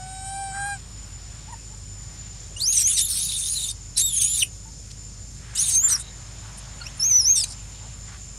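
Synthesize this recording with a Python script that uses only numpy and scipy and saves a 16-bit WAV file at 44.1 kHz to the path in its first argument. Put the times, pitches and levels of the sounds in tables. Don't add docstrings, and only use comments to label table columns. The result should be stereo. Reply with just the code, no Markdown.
import sys
import numpy as np
from scipy import signal
from scipy.io import wavfile
from scipy.ndimage import uniform_filter1d

SR = 44100
rng = np.random.default_rng(int(sys.argv[2]) if len(sys.argv) > 2 else 0)


def inscribe(sig):
    pcm = np.round(np.clip(np.atleast_2d(sig).T, -1, 1) * 32767)
    wavfile.write(sys.argv[1], SR, pcm.astype(np.int16))


N = 369538


def amp(db):
    return 10 ** (np.asarray(db) / 20)


def rms_one(x):
    return x / np.sqrt(np.mean(x ** 2) + 1e-20)


def in_time(rows):
    s, *columns = np.transpose(rows)
    return [np.interp(np.arange(N) / SR, s, c) for c in columns]


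def at_hz(points, hz):
    table_hz, values = np.array(points).T
    return np.interp(np.log(hz), np.log(table_hz), values)


def smooth(x, seconds):
    return uniform_filter1d(x, max(int(seconds * SR), 1))


def drift(rate):
    r = np.exp(-2 * np.pi * rate / SR)
    settled = signal.lfilter([1], [1, -2 * r, r * r], rng.standard_normal(N + SR))[SR:]
    return rms_one(settled)


def turns(hz):
    return 2 * np.pi * np.cumsum(hz) / SR


def resonate(x, hz, width_hz):
    r = np.exp(-np.pi * width_hz / SR)
    return signal.lfilter([1 - r, 0, r - 1], [1, -2 * r * np.cos(2 * np.pi * hz / SR), r * r], x)


def noise_band(x, hz, width_hz):
    return rms_one(resonate(resonate(x, hz, width_hz), hz, width_hz))


def gate(start, end, fade):
    t = np.arange(N) / SR
    return np.clip(np.minimum(t - start, end - t) / fade, 0, 1)


def pan(x, db):
    return np.array([x * amp(db / 2), x * amp(-db / 2)])


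# time in seconds, pitch in Hz, level in dB.
SQUEAL_WHISTLES = [
    [(2.563, 2815, -28), (2.585, 2960, -53.5), (2.62, 4350, -22.5), (2.65, 5010, -27), (2.68, 6250, -18),
     (2.72, 6790, -23), (2.76, 6060, -31), (2.83, 5600, -25), (2.865, 6520, -16.5), (2.9, 7000, -31),
     (2.995, 5446, -31), (3.02, 6950, -24.5), (3.045, 7400, -30), (3.1, 5780, -40), (3.15, 5256, -38),
     (3.25, 6890, -34.5), (3.3, 6790, -44), (3.45, 6280, -42), (3.55, 6980, -34.5), (3.61, 7030, -35),
     (3.675, 6970, -33), (3.7, 5947, -39), (3.722, 4095, -40)],
    [(3.959, 5420, -55.5), (3.975, 5530, -33.5), (3.99, 5730, -27.5), (4.02, 7420, -21.5),
     (4.07, 7870, -24), (4.11, 6990, -35), (4.15, 6980, -32.5), (4.18, 6335, -27), (4.2, 6780, -29.5),
     (4.22, 6030, -27), (4.255, 6750, -26), (4.32, 7190, -26), (4.37, 6980, -33), (4.41, 5910, -33),
     (4.451, 5650, -47.5)],
    [(5.548, 3686, -63), (5.58, 5120, -31.5), (5.6, 6300, -24.5), (5.63, 6830, -25), (5.67, 6280, -37),
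     (5.71, 6580, -32), (5.745, 6365, -20.5), (5.78, 6296, -16.5), (5.828, 7140, -28), (5.848, 7300, -14.5),
     (5.877, 7165, -19.5), (5.89, 6690, -33), (5.91, 6200, -25.5), (5.93, 5810, -22), (5.95, 5795, -22.5),
     (5.968, 4340, -34.5)],
    [(6.994, 5330, -27.5), (7.018, 5257, -24.5), (7.035, 5690, -19.5), (7.052, 6380, -19),
     (7.085, 6530, -19), (7.12, 6035, -17.5), (7.152, 5885, -16.5), (7.176, 6114, -14.5),
     (7.2, 5640, -16.5), (7.22, 5150, -28), (7.242, 5060, -26.5), (7.264, 5770, -13.5),
     (7.287, 6290, -16.5), (7.322, 6510, -14.5), (7.347, 6370, -24.5), (7.362, 5850, -20.5),
     (7.4, 5300, -26.5), (7.43, 4790, -26.5), (7.452, 3640, -32)],
]
SQUEAL_SIDE_DB = [-0.32, 0.75, -0.82, 1.9]
PITCH_ROUNDING_S = 0.015


def squeals():
    hz, db = in_time(np.concatenate(SQUEAL_WHISTLES))
    hz = smooth(hz, PITCH_ROUNDING_S)
    state = rasp_state()
    rasp_db = state[0]
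    rough = np.clip((rasp_db - db + 14.0) / 15, 0, 1)
    drowned = np.clip((rasp_db - db + 8.5) / 14, 0, 1)

    sum_db, second_hz, low_db, low_hz = state[1:]
    high = turns(hz * (1 + (.001 + .022 * drowned ** 2) * drift(200)))
    second = turns(second_hz * (1 + .05 * rough * drift(152.6)))
    steps = np.tanh(3 * drift(12))
    low = turns(low_hz * (1 + (0.00365 + 0.03 * rough) * drift(222) + .04 * rough * steps))

    tones = amp(db + 5 * drowned * drift(110) + 1.5 * drift(35)) * np.sin(high)
    tones += steady_mixing_tones(hz, db, rough, high)
    tones += overtones(hz, rough, high)
    low_flicker_db = rough * (3.5 * drift(120) + 4 * drift(15))
    tones += amp(low_db + low_flicker_db) * np.sin(low)
    tones += amp(sum_db + 3.5 * rough * drift(60)) * np.sin(high + second)

    rasp = .8 * rms_one(torn_tones(high, second, low)) + .6 * rms_one(throat_hiss())
    voice = np.sqrt(2) * tones + amp(rasp_db) * rasp
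    return sum(pan(voice * gate(rows[0][0], rows[-1][0], 0.0076), side_db)
               for rows, side_db in zip(SQUEAL_WHISTLES, SQUEAL_SIDE_DB))


# start and end in seconds, rasp level first and last in dB, sum tone over rasp in dB,
# second vibration in Hz, low band level in dB, low band pitch first and last in Hz.
RASP_BOUTS = [(2.6, 2.634, -34, -32, -5, 3820, -70, 3500, 3500),
              (2.658, 2.718, -48, -39, 8, 3840, -50, 3170, 3050),
              (2.72, 2.832, -26, -22.5, -3, 2540, -47, 3300, 3500),
              (2.833, 2.867, -43.5, -38, -10, 2622, -48, 3300, 3200),
              (2.868, 2.963, -22.5, -28, -2, 2860, -46, 2970, 3700),
              (2.965, 3.017, -19, -19.5, -11, 3000, -30, 3775, 3780),
              (3.015, 3.079, -29, -37, 2, 3876, -34.5, 3750, 3604),
              (3.08, 3.261, -26.5, -27.5, -4, 3227, -42, 3650, 4000),
              (3.26, 3.396, -31, -29.5, -5, 2902, -40, 3856, 3693),
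              (3.395, 3.549, -31, -28.5, -1.5, 2880, -42.5, 3620, 4000),
              (3.55, 3.739, -30, -32.5, -11, 3030, -39, 4000, 3600),
              (3.951, 3.969, -56.5, -53.5, -25, 3800, -29.5, 3955, 3950),
              (3.968, 4.027, -19.5, -22, -10, 3820, -29, 3905, 3754),
              (4.025, 4.119, -34.5, -36.5, -1, 3720, -30.5, 3790, 3566),
              (4.12, 4.191, -34.5, -27, 5, 3206, -41.5, 3460, 3253),
              (4.191, 4.21, -38, -25, 3.5, 3290, -35, 3273, 3298),
              (4.21, 4.336, -21, -33, -1.5, 2850, -44.5, 3060, 3400),
              (4.33, 4.415, -28, -25, -3, 2746, -41, 3400, 4000),
              (4.41, 4.438, -29.5, -18, -27, 3020, -28, 4320, 1993),
              (5.546, 5.631, -30.5, -23, -2.5, 3140, -47, 2600, 3450),
              (5.63, 5.762, -30, -23, -2, 2300, -40.5, 3500, 4070),
              (5.76, 5.782, -41.5, -33, 11.5, 3040, -56, 4000, 4000),
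              (5.881, 5.941, -27.5, -25, 2, 2410, -41.5, 3900, 4020),
              (7.1, 7.155, -46.5, -52, 6, 3050, -57, 3750, 3690),
              (7.353, 7.419, -27.5, -28.5, 1, 2940, -39, 3750, 3470),
              (7.433, 7.448, -36, -18, -26, 2900, -38, 2900, 2120)]
CALM_RASP_DB, CALM_TONES_DB = -53.5, -72
LOCKED_HZ = 3900
SWITCH_S = 0.0098


def rasp_state():
    calm = [CALM_RASP_DB, CALM_TONES_DB, LOCKED_HZ, CALM_TONES_DB, LOCKED_HZ]
    state = np.outer(calm, np.ones(N))
    for start, end, first_db, last_db, sum_db, second_hz, low_db, first_hz, last_hz in RASP_BOUTS:
        a, b = int(start * SR), int(end * SR)
        first = [first_db, first_db + sum_db, second_hz, low_db, first_hz]
        last = [last_db, last_db + sum_db, second_hz, low_db, last_hz]
        state[:, a:b] = np.linspace(first, last, b - a).T
    return smooth(state, SWITCH_S)


def steady_mixing_tones(hz, db, rough, high):
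    locked = turns(np.full(N, LOCKED_HZ))
    under = np.clip((hz - LOCKED_HZ) / 1000 - 1.3, 0, 1) * (1 - rough)
    difference = amp(db - 32 + 3.3 * drift(38)) * np.sin(high - locked)
    return under * (difference + amp(db - 38) * np.sin(high + locked))


OCTAVE_DB, OCTAVE_FLOOR_DB, OCTAVE_TORN_DB = -31.5, -44, -15
OCTAVE_KNEE_HZ, OCTAVE_DB_PER_KHZ = 5150, -15.5


def overtones(hz, rough, high):
    above_knee_db = OCTAVE_DB_PER_KHZ * (hz - OCTAVE_KNEE_HZ) / 1000
    octave_db = np.minimum(OCTAVE_DB + above_knee_db, OCTAVE_DB) + OCTAVE_TORN_DB * rough
    octave_db = np.maximum(octave_db, OCTAVE_FLOOR_DB - 23.0 * np.minimum(3.3 * rough, 1))
    octave_db -= 6.1 * np.clip((4600 - hz) / 1000, 0, 3)
    octave = amp(octave_db + rough * (6.8 * drift(70) + 8.5)) * np.sin(2 * high)
    third_db = octave_db + 7.5 - 80 * np.log2(3 * hz / 10000) ** 2
    rising_and_low = (np.gradient(hz) > 0) * (hz < 4500)
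    return octave + amp(third_db) * np.sin(3 * high) * rising_and_low


SIDE_BRANCH_HZ = 646


def torn_tones(high, second, low):
    leaps = turns(600 * np.tanh(3 * drift(25)))
    branch = low + turns(np.full(N, SIDE_BRANCH_HZ))
    torn = drift(160) * np.sin(high + second + leaps)
    torn += 1.82 * drift(114) * np.sin(high + second - 1.4 * leaps)
    torn += .4 * drift(150) * np.sin(high - 1.3 * leaps)
    torn += .25 * drift(120) * np.sin(low + leaps)
    torn += .16 * drift(80) * np.sin(second - .4 * leaps)
    torn += 0.088 * drift(90) * np.sin(high - low + .3 * leaps)
    torn += 0.47 * drift(70) * np.sin(branch + .3 * leaps)
    return torn


# centre in Hz, width in Hz, level in dB against the other bands.
THROAT_BANDS = [(2300, 4000, -12), (4000, 3300, -3.5), (6200, 5900, 2), (8140, 5340, 7), (9930, 5400, 1.5),
                (12000, 3900, -34)]
CLUMP_DB = 2.5


def throat_hiss():
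    flutter = rng.standard_normal(N) * amp(2.0 * drift(140))
    return sum(amp(band_db + CLUMP_DB * drift(17)) * (-1) ** k * noise_band(flutter, hz, width_hz)
               for k, (hz, width_hz, band_db) in enumerate(THROAT_BANDS))


# time in seconds, pitch in Hz, level in dB.
COO_LINE = [(0, 747, -41.5), (0.242, 772, -39), (0.33, 783, -35.5), (0.42, 789, -33), (0.53, 771, -37),
            (0.548, 791, -38), (0.581, 796.6, -34.5), (0.66, 807, -33), (0.731, 804, -34), (0.76, 771, -45),
            (0.786, 701.2, -56)]
# multiple of the pitch, level in dB against the coo's level.
COO_PARTIALS = [(1, 1.5), (2, -5), (3, -17.5), (4, -20.5), (5, -18.5), (6, -21), (7, -19.5), (8, -27),
                (9, -17), (10, -11.5), (11, -6), (12, -13), (13, -29), (14, -26), (15, -51), (16, -43)]
LIPS_PART_S, LIPS_PART_TAKES_S = 0.53, .025
CLOSED_DB, PARTED_DB = -6.5, 5.5
UPPER_RISE_S, UPPER_START_DB, UPPER_FOLLOWS = 0.18, -6.5, 0.1


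def coo():
    hz, db = in_time(COO_LINE)
    parted = gate(LIPS_PART_S - LIPS_PART_TAKES_S / 2, N / SR, LIPS_PART_TAKES_S)
    second_db = CLOSED_DB + (PARTED_DB - CLOSED_DB) * parted
    upper_db = UPPER_START_DB * (1 - gate(0, N / SR, UPPER_RISE_S))
    upper_db -= (1 - UPPER_FOLLOWS) * np.maximum(db + 35.5, -2.0)
    phase = turns(hz * (1 + 0.0037 * drift(67)))
    tone = np.zeros(N)
    for k, level_db in COO_PARTIALS:
        if k == 2:
            level_db = level_db + second_db
        elif k > 2:
            level_db = level_db + upper_db + 3.0 * drift(4)
        tone += amp(level_db) * np.sin(k * phase)
    ending = gate(-1, COO_LINE[-1][0], 0.025)
    return pan(np.sqrt(2) * amp(db) * tone * ending, -3.5)


# start in seconds, length in seconds, first, middle and last pitch in Hz,
# peak level of the lowest partial in dB, fall per partial in dB.
WHIMPER_NOTES = [(1.465, 0.057, 760, 880, 1070, -46, 14), (1.521, 0.027, 1020, 920, 890, -36.5, 11),
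                 (1.705, 0.045, 780, 910, 796, -51.5, 16), (4.65, 0.059, 840, 922, 880, -49, 95),
                 (6.799, 0.048, 1550, 1373, 1720, -42, 7), (6.839, 0.07, 1900, 2820, 3850, -46, 23),
                 (6.808, 0.021, 4700, 4350, 4340, -38, 30), (6.828, 0.055, 4550, 5140, 6270, -41.5, 19),
                 (6.972, 0.015, 9050, 9330, 10000, -46, 44)]


def whimpers():
    out, t = np.zeros(N), np.arange(N) / SR
    waver, flicker_db = 1 + .02 * drift(100), 4 * drift(60)
    for start, length, *hz, db, fall_db in WHIMPER_NOTES:
        glide_hz = np.interp(t, np.linspace(start, start + length, 3), hz)
        phase = turns(glide_hz * waver)
        tone = sum(amp(db - fall_db * k + flicker_db) * np.sin((k + 1) * phase) for k in range(3))
        out += tone * gate(start, start + length, length / 4)
    return out


SCATTER_DB, SCATTER_T60_S = -8, .11


def stones(x):
    t = np.arange(SR // 4) / SR
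    echo = rng.standard_normal((2, len(t))) * amp(-60 * t / SCATTER_T60_S) * (t > .0015)
    echo *= amp(SCATTER_DB) / np.linalg.norm(echo, axis=1, keepdims=True)
    echo[:, 0] = 1
    return signal.fftconvolve(x, echo, axes=1)[:, :N]


# start in seconds, length in seconds, centre in Hz, width in Hz, level in dB.
RUSTLE_BURSTS = [(0.494, 0.24, 1340, 894, -48), (1.512, 0.031, 9200, 1500, -48.5),
                 (4.9, 0.022, 4000, 4000, -45), (5.391, 0.32, 1574, 1428, -50.5),
                 (5.81, 0.2, 1389, 1146, -39), (5.967, 0.063, 8400, 2520, -35.5),
                 (5.955, 0.17, 3830, 300, -48), (6.406, 0.14, 1070, 990, -50),
                 (6.57, 0.032, 9360, 2500, -43.5), (7.444, 0.1, 8630, 1590, -40),
                 (7.445, 0.11, 5100, 1495, -41), (7.797, 0.089, 800, 492, -51),
                 (8.05, .13, 1200, 1550, -46.5)]


def rustles():
    grain = rng.standard_normal((2, N)) * amp(3.0 * drift(60))
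    grain[1] = 0.8 * grain[0] + 0.5 * grain[1]
    return sum(amp(db) * gate(start, start + length, length / 4) * noise_band(grain, hz, width_hz)
               for start, length, hz, width_hz, db in RUSTLE_BURSTS)


# time in seconds, main pitch in Hz, main level in dB, lower band level in dB.
INSECT_CHORUS = [(0, 7020, -47, -79), (2.5, 7120, -46, -51.5), (4.6, 7090, -46, -51),
                 (5.5, 7170, -47.5, -52.5), (6.5, 7120, -47, -50.5), (8.38, 7150, -45, -50)]
# centre in Hz, width in Hz, level in dB.
SIDE_INSECT_BANDS = [(5260, 300, -54), (7600, 60, -65), (8540, 110, -59)]


def insects():
    hz, db, lower_db = in_time(INSECT_CHORUS)
    singers = [np.sin(turns(hz + off_hz + 14 * drift(30))) * amp(3 * drift(10) + 2.5 * drift(60))
               for off_hz in (-55, 5, 70, 40)]
    left = singers[0] + .6 * singers[1] + .6 * singers[2]
    right = singers[0] + .6 * singers[3] + .6 * singers[2]
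    out = amp(db) * rms_one(np.array([left, right]))
    white = rng.standard_normal((2, N))
    out += amp(lower_db) * noise_band(white, 6485, 140)
    for band_hz, width_hz, band_db in SIDE_INSECT_BANDS:
        out += amp(band_db + 0.5 * drift(6.0)) * noise_band(white, band_hz, width_hz)
    return out


# frequency in Hz, relative density in dB per Hz.
AIR_SPECTRUM = [(30, -22), (50, -6.5), (100, 2.5), (200, -12.5), (300, -20), (700, -22.5), (2000, -24.5),
                (4000, -24.5), (5500, -22), (7000, -20.5), (8500, -30.5), (11000, -33), (12500, -56)]
# time in seconds, added level in dB.
LEAF_SWELL = [(0, -2), (1.4, 0), (1.9, -3.5), (2.1, 0.5), (2.8, -1.5), (3.7, -4), (5.3, -4.5), (5.6, 1),
              (6.15, 1), (6.4, 1.5), (7.0, 4.5), (8.38, -2)]
# frequency in Hz, likeness (1 is the same on both sides).
SIDE_LIKENESS = [(60, 1.5), (150, 0.77), (380, 0.46), (950, 0.73), (2380, 0.55), (5980, 0.44), (15000, -29)]
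AIR_DB = -42


def air():
    out, edges = 0, 25 * 2 ** np.arange(0, 9.6, .5)
    white, swell_db = rng.standard_normal((2, 2, N)), in_time(LEAF_SWELL)[0]
    for k, (low, high) in enumerate(zip(edges, edges[1:])):
        band = signal.butter(2, [low, high], "band", fs=SR, output="sos")
        mid, side = signal.sosfilt(band, white[k % 2])
        hz = np.sqrt(low * high)
        alike = np.clip(at_hz(SIDE_LIKENESS, hz), 0, 1)
        gain = amp(at_hz(AIR_SPECTRUM, hz) + swell_db * (600 < hz < 5000) + 1.3 * drift(5))
        stereo = np.sqrt(1 + alike) * mid + np.sqrt(1 - alike) * side * [[1], [-1]]
        out = out + gain * stereo
    return amp(AIR_DB) * rms_one(out)


# pitch in Hz, level in dB.
ENGINE_ORDERS = [(51.5, -43), (103, -49)]


def hum():
    waver = 1 + 0.0289 * drift(1.547)
    orders = sum(np.sqrt(2) * amp(db + 0.3 * drift(11.0)) * np.sin(turns(hz * waver))
                 for hz, db in ENGINE_ORDERS)
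    return pan(orders, -2.5)


def scene():
    voice = stones(squeals() + coo() + whimpers())
    dull = signal.butter(10, 11500, fs=SR, output="sos")
    background = signal.sosfilt(dull, rustles() + insects() + air())
    return voice + background + hum()


CUTOFF_HZ = 15730


def record(dry):
    return signal.sosfilt(signal.ellip(10, .5, 70, CUTOFF_HZ, fs=SR, output="sos"), dry)


dry = scene()
out = record(dry)
inscribe(out)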